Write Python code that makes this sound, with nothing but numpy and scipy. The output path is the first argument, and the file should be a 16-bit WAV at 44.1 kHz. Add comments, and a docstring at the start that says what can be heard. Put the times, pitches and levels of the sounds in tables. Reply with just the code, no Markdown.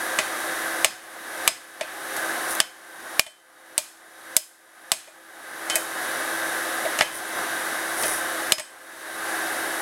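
"""Sharp, ringing hammer blows fall on hot steel over the steady roar and hiss of a forge's motor blower.
Each impact cracks, excites the modes of a small anvil, rocks it on its stump and echoes off a shed wall
and bushes outdoors. Between bursts the bar scrapes as it is shifted, the hammer is set down, the fire spits.
Each hard blow overloads the microphone's input, whose gain control ducks everything and then lets
the blower swell back."""
import sys
import numpy as np
from scipy import signal
from scipy.fft import rfft, irfft, next_fast_len
from scipy.io import wavfile
from scipy.ndimage import uniform_filter1d, minimum_filter1d, map_coordinates

SR = 44100
rng = np.random.default_rng(int(sys.argv[2]) if len(sys.argv) > 2 else 0)


def file_out(sig):
    """Save sig as 16-bit WAV at sys.argv[1]."""
    # one column per channel
    cols = np.atleast_2d(sig).T
    # limit, then scale
    lim = np.clip(cols, -1, 1)
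    pcm = np.round(lim * 32767).astype(np.int16)
    wavfile.write(sys.argv[1], SR, pcm)


N = 432621
TIME = np.arange(N) / SR
IMPACT_TIME = TIME[:SR // 2]

# normal modes of the anvil: pitch_hz, level_db, t60_s
ANVIL_MODES = [(1093, -14, .28), (1276, -14, .3), (1696, -2, .22), (2003, -4, .24), (2190, -5, .15),
               (2421, 0, .24), (2536, -6, .18), (3072, 0, .41), (3416, -6, .18), (4281, -12, .2),
               (4527, -13, .3), (5102, -1, .32), (5180, -11, .18), (5453, -11, .28), (6410, -12, .2),
               (6444, -9, .3), (6944, -12, .3), (7690, -9, .22), (8086, -.5, .33), (9100, -9, .18),
               (9610, -8, .18), (10260, -4, .2), (10480, -6, .18), (10740, -7, .27), (11510, -6, .22)]
# spectrum of a contact: frequency_hz, level_db
CONTACT_SPECTRUM = [(40, -17), (250, -6.5), (450, -13), (700, 0), (1300, -4), (2400, 0.5), (3600, 0.5),
                    (5600, -2), (8300, 1.5), (12000, -4.5), (16000, -19.5)]


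def hammer(thud_slope=0.43, knock_jolt_db=-1.5, clank_db=-11):
    """Impact excitation: a blow's thud grows with force and jolt; in light knocks loose steel clanks too."""
    # blows on the hot bar; jolt is low where soft steel absorbs the blow, high where it shakes the anvil:
    # start_s, force_db, tilt_db_per_octave, jolt_db, ring_db, lead_hz, second_hz
    blows = [ (0.8459, 7.5, -1.5, 1, -18.5, 5070, 6444), (1.4770, 10, -1, .5, -17.5, 5102, 8086),
             (2.6024, 11, -1.7, -4.5, -18.5, 5100, 3072), (3.1949, 21.5, 0.5, -4, -14, 2421, 3072),
             (3.7794, 16, 2.5, 2, -15, 10740, 2421), (4.3659, 18, 5, 2, -8, 5124, 11510),
             (4.9178, 16.5, 0.5, 3, -10, 10260, 8086), (8.5215, 12.5, 0, -4, -11, 5090, 2190)]
    # hammer or bar coming down lightly on the bare anvil:
    # start_s, force_db, tilt_db_per_octave, thud_db, ring_db, lead_hz, second_hz
    knocks = [ (0.188, -8.5, -3.5, -17, -26.5, 5146, 2003), (1.8108, -5.5, -7, -10, -29, 2003, 2536),
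              (3.2652, -4, -3, -12, -16, 8086, 3072), (5.0750, -28, -7, -13, -26, 2421, 1696),
              (5.6991, -9, -1.5, -30, -22, 3072, 1093), (5.7560, -5, 8.5, -14.5, -26, 9100, 8086),
              (6.8510, -33, -10, -18, -50, 1696, 1093), (6.9888, -16.5, -5, -20.5, -35, 6944, 8086),
              (7.0095, -4, -16, -13, -15.5, 1696, 2190), (7.0201, -12.5, -1.5, -18, -26, 8086, 6944),
              (8.0347, -20.5, -2, -19, -38, 2003, 3072), (8.5830, -5, -2, -14, -15, 1276, 1093),
              (8.5970, -3, -1, -13, -14.5, 5102, 8086)]
    # modes of the hammer head or bar itself: pitch_hz, level_db, t60_s
    clank_modes = [(1874, 0, 0.039), (2002, -0.5, 0.065), (2220, -5, .05), (2514, -4.5, 0.082)]
    out = np.zeros(N)
    for start, force_db, tilt, jolt_db, *ringing in blows:
        thud_db = -14.5 + thud_slope * force_db + jolt_db
        add(out, start, strike(force_db, tilt, jolt_db, thud_db, *ringing))
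    for start, force_db, tilt, thud_db, *ringing in knocks:
        clank = undb(force_db + clank_db) * ring(IMPACT_TIME, clank_modes, scatter_db=3.0)
        add(out, start, strike(force_db, tilt, knock_jolt_db, thud_db, *ringing) + clank)
    return out


def strike(force_db, tilt, jolt_db, thud_db, ring_db, lead_hz, second_hz):
    """Superposition: one impact is the sum of a crack, its echo, the stump's thud and the anvil's ring."""
    # modes of the anvil rocking on its stump: pitch_hz, level_db, t60_s
    stump_modes = [(400, -17, 0.079), (581, -5, 0.068), (616, -4.5, 0.11), (659.5, -1, 0.08),
                   (897, -9.5, 0.074)]
    t = IMPACT_TIME
    contact = undb(force_db) * crack(t, tilt, chatter_db=-16.5 + jolt_db)
    echo_db = -14 + 0.6 * force_db + 0.1 * max(tilt, 0) + jolt_db
    echo = undb(echo_db) * yard_echo(t, tilt)
    thud = undb(thud_db) * ring(t, stump_modes, scatter_db=2.0)
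    drive_db = struck_spot(force_db, lead_hz, second_hz)
    clang = undb(ring_db) * ring(t, ANVIL_MODES, scatter_db=2.0, drive_db=drive_db)
    return contact + echo + thud + clang


def crack(t, tilt, contact_t60=0.0031, chatter_db=-14, chatter_t60=0.028, bounce_s=0.0017, bounce_db=-5):
    """A brief transient is broadband: a noise burst, its reflection off a near surface and a chatter."""
    burst = rng.standard_normal(len(t)) * fade(t, contact_t60)
    bounce = undb(bounce_db) * np.interp(t - bounce_s, t, burst, left=0)
    chatter = undb(chatter_db) * rng.standard_normal(len(t)) * fade(t, chatter_t60)
    sound = colour(burst + bounce + chatter, CONTACT_SPECTRUM, tilt)
    return sound / running_rms(sound).max()


def ring(t, modes, scatter_db, drive_db=0):
    """Free vibration is a sum of damped modes; each strike feeds them a little differently."""
    hz, db, t60 = np.transpose(modes)
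    gain = undb(db + drive_db + scatter_db * rng.standard_normal(len(hz)))
    phase = 2 * np.pi * (hz[:, None] * t + rng.random((len(hz), 1)))
    onset = 1 - fade(t, 0.012)
    return gain @ (np.sin(phase) * fade(t, t60[:, None])) * onset


def struck_spot(force_db, lead_hz, second_hz, second_db=-3, others_db=-13.5, pivot_hz=4000):
    """Modal coupling in dB: the two anvil modes with an antinode at the struck spot are driven most."""
    hz = np.array(ANVIL_MODES)[:, 0]
    tilt = 0.16 * force_db  # a harder blow leans the other modes to the treble
    drive_db = others_db + tilt * np.log2(hz / pivot_hz)
    drive_db[np.argmin(abs(hz - second_hz))] = second_db
    drive_db[np.argmin(abs(hz - lead_hz))] = 0
    return drive_db


def yard_echo(t, tilt, near_t60=0.051, far_t60=0.52, far_db=-13, dulling=-0.81, lift_db=5):
    """Scattering: echoes tinged by the anvil die fast from shed and ground, slowly from far bushes."""
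    tinge = [(hz, 70, lift_db) for hz, _, _ in ANVIL_MODES]
    echoes = unit_rms(colour(rng.standard_normal(len(t)), CONTACT_SPECTRUM, tilt + dulling, tinge))
    decay = fade(t, near_t60) + undb(far_db) * fade(t, far_t60)
    onset = 1 - fade(t, 0.0073)
    return 1.54 * echoes * decay * onset


def sliding_bar(grain_db=3):
    """Friction noise: flakes of scale grind under the moving bar."""
    # slides over the anvil's face: middle_s, half_length_s, level_db
    slides = [(2.513, .03, -31), (7.166, 0.035, -29), (8.03, 0.066, -29), (8.125, 0.078, -30.5)]
    # spectrum of the scraping: frequency_hz, level_db
    scrape_spectrum = [(200, -11.5), (600, 2), (1500, -8), (4000, -23), (5800, -4), (7500, -11),
                       (9600, 3.5), (11500, -2.5), (16000, -16)]
    push = sum(undb(db) * np.exp(-((TIME - middle) / half) ** 2) for middle, half, db in slides)
    friction = rng.standard_normal(N)
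    roughness = unit_rms(smooth(rng.standard_normal(N), 0.0012))
    grains = friction * undb(grain_db * roughness)
    return push * unit_rms(colour(grains, scrape_spectrum))


def fire_spits(tilt_db_per_octave=6.5, echo_db=-13):
    """Impulsive sources: the fire spits small bright cracks, each followed by its echo."""
    # spits of the fire: start_s, level_db
    spits = [(2.1658, -21), (2.507, -26), (2.5507, -23)]
    out = np.zeros(N)
    for start, db in spits:
        snap = crack(IMPACT_TIME, tilt_db_per_octave)
        echo = undb(echo_db) * yard_echo(IMPACT_TIME, tilt_db_per_octave)
        add(out, start, undb(db) * (snap + echo))
    return out


def blower(air_db=-28.0, roar_hz=2400, flutter_db=0.56, swell_db=0.23, shaft_hz=330.1, wobble=0.000509):
    """Turbulence excites the pipe's resonances and flutters in the fire; the motor adds shaft harmonics."""
    # air rushing through the blower and the fire: frequency_hz, level_db
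    air_spectrum = [(30, -28.5), (100, -23), (200, -17.5), (300, -8), (450, -10), (650, -3.5), (950, -5.5),
                    (1700, -1), (2050, -5.5), (2500, -15), (7300, -18.5), (10300, -12), (12500, -18.5),
                    (15700, -27)]
    # resonances of the housing and pipe: centre_hz, width_hz, lift_db
    pipe_resonances = [(395, 32, 5.5), (522.6, 16, 12.5), (612, 20, 3.5), (731, 42, 6), (824, 14, 6.5),
                       (1043, 11, 4), (1072, 15, 5), (1233, 23, 6), (1538, 59, 5), (1566, 18, 7.5),
                       (1678, 33, 5.5), (1752, 11, 5.5), (1997, 37, 4.5), (3760, 250, 8), (5860, 170, 4),
                       (9280, 430, 1.5)]
    # the motor's whine: shaft_multiple, level_db
    harmonics = [(1, -44.5), (8, -54), (9, -54), (10, -53), (13, -61), (16, -74), (19, -57.5), (20, -60.5),
                 (26, -58), (27, -63), (28, -62), (37, -56)]
    air = unit_rms(colour(rng.standard_normal(N), air_spectrum, peaks=pipe_resonances))
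    roar = signal.sosfiltfilt(signal.butter(2, roar_hz, fs=SR, output="sos"), air)
    hiss = air - roar
    flow = roar * undb(flutter_db * wander(18)) + hiss
    turns = np.cumsum(shaft_hz * (1 + wobble * wander(5))) / SR
    whine = np.zeros(N)
    for multiple, db in harmonics:
        amplitude = np.sqrt(2) * undb(db + 1.6 * wander(4))
        whine += amplitude * np.sin(2 * np.pi * round(multiple) * turns)
    return undb(air_db + swell_db * wander(0.86)) * flow + whine


def colour(x, points, tilt=0, peaks=()):
    """Minimum-phase filter from (Hz, dB) points, a tilt in dB per octave and resonance peaks."""
    size = next_fast_len(len(x) + 4096, True) // 2 * 2
    f = np.maximum(np.arange(size // 2 + 1) * SR / size, 1)
    hz, db = np.transpose(points)
    # a soft contact loses only its treble, a sharp one rises from the middle up
    knee_hz = 2700 if tilt < 0 else 1300
    curve_db = np.interp(np.log(f), np.log(hz), db) + tilt * np.log2(np.maximum(f, knee_hz) / knee_hz)
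    for centre, width, lift in peaks:
        curve_db += lift / (1 + (2 * (f - centre) / width) ** 2)
    cepstrum = irfft(np.log(undb(curve_db)))
    cepstrum[1:size // 2] *= 2  # folding onto positive time makes the filter causal
    cepstrum[size // 2 + 1:] = 0
    return irfft(rfft(x, size) * np.exp(rfft(cepstrum)))[:len(x)]


def undb(db):
    """Decibels to amplitude ratio."""
    return 10 ** (np.asarray(db) / 20)


def unit_rms(x):
    """Normalisation to rms 1."""
    return x / np.sqrt(np.mean(x ** 2))


def fade(t, t60):
    """Exponential decay, 60 dB down after t60 seconds."""
    return np.exp(-np.log(1000) * t / t60)


def wander(rate_hz):
    """Smooth random modulation with a spread near 1."""
    knots = rng.standard_normal(1000)
    return map_coordinates(knots, [TIME * rate_hz], order=3, mode="wrap")


def smooth(x, seconds):
    """First-order lag with the given time constant."""
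    pole = np.exp(-1 / (seconds * SR))
    return signal.lfilter([1 - pole], [1, -pole], x)


def running_rms(x):
    """Envelope detection: rms over one millisecond."""
    return np.sqrt(np.abs(uniform_filter1d(x ** 2, size=44)) + 1e-12)


def add(track, start_s, sound):
    """Superpose a sound on the track."""
    i = int(start_s * SR)
    track[i:i + len(sound)] += sound[:N - i]


def scene():
    """Pressures add: anvil and forge reach one microphone."""
    return np.tile(hammer() + sliding_bar() + blower() + fire_spits(), (2, 1))


def gain_control(x, limit_db=-12, hold_s=0.12, release_db_per_s=34,
                 quick_share=0.61, quick_s=0.0014, slow_s=0.075):
    """Compression: a peak over the limit cuts the gain, part fast and part slowly; it recovers steadily."""
    excess_db = np.maximum(20 * np.log10(running_rms(x)) - limit_db, 0)
    window = 2 * int(hold_s * SR / 2) + 1
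    held_db = -minimum_filter1d(-excess_db, window, origin=window // 2, mode="constant")
    release_db = release_db_per_s * TIME
    target_db = np.maximum.accumulate(held_db + release_db) - release_db
    cut_db = quick_share * smooth(target_db, quick_s) + (1 - quick_share) * smooth(target_db, slow_s)
    return x * undb(-cut_db)


def record(dry, ceiling=0.85, cutoff_hz=15850):
    """Gain control, soft saturation of the input stage and a steep low-pass; both channels are alike."""
    ducked = gain_control(dry.mean(axis=0))
    saturated = ducked / (1 + (ducked / ceiling) ** 4) ** (1 / 4)
    band_limited = signal.sosfilt(signal.ellip(10, 0.1, 75, cutoff_hz, fs=SR, output="sos"), saturated)
    return np.tile(np.clip(band_limited, -1, 1), (2, 1))


dry = scene()
out = record(dry)
file_out(out)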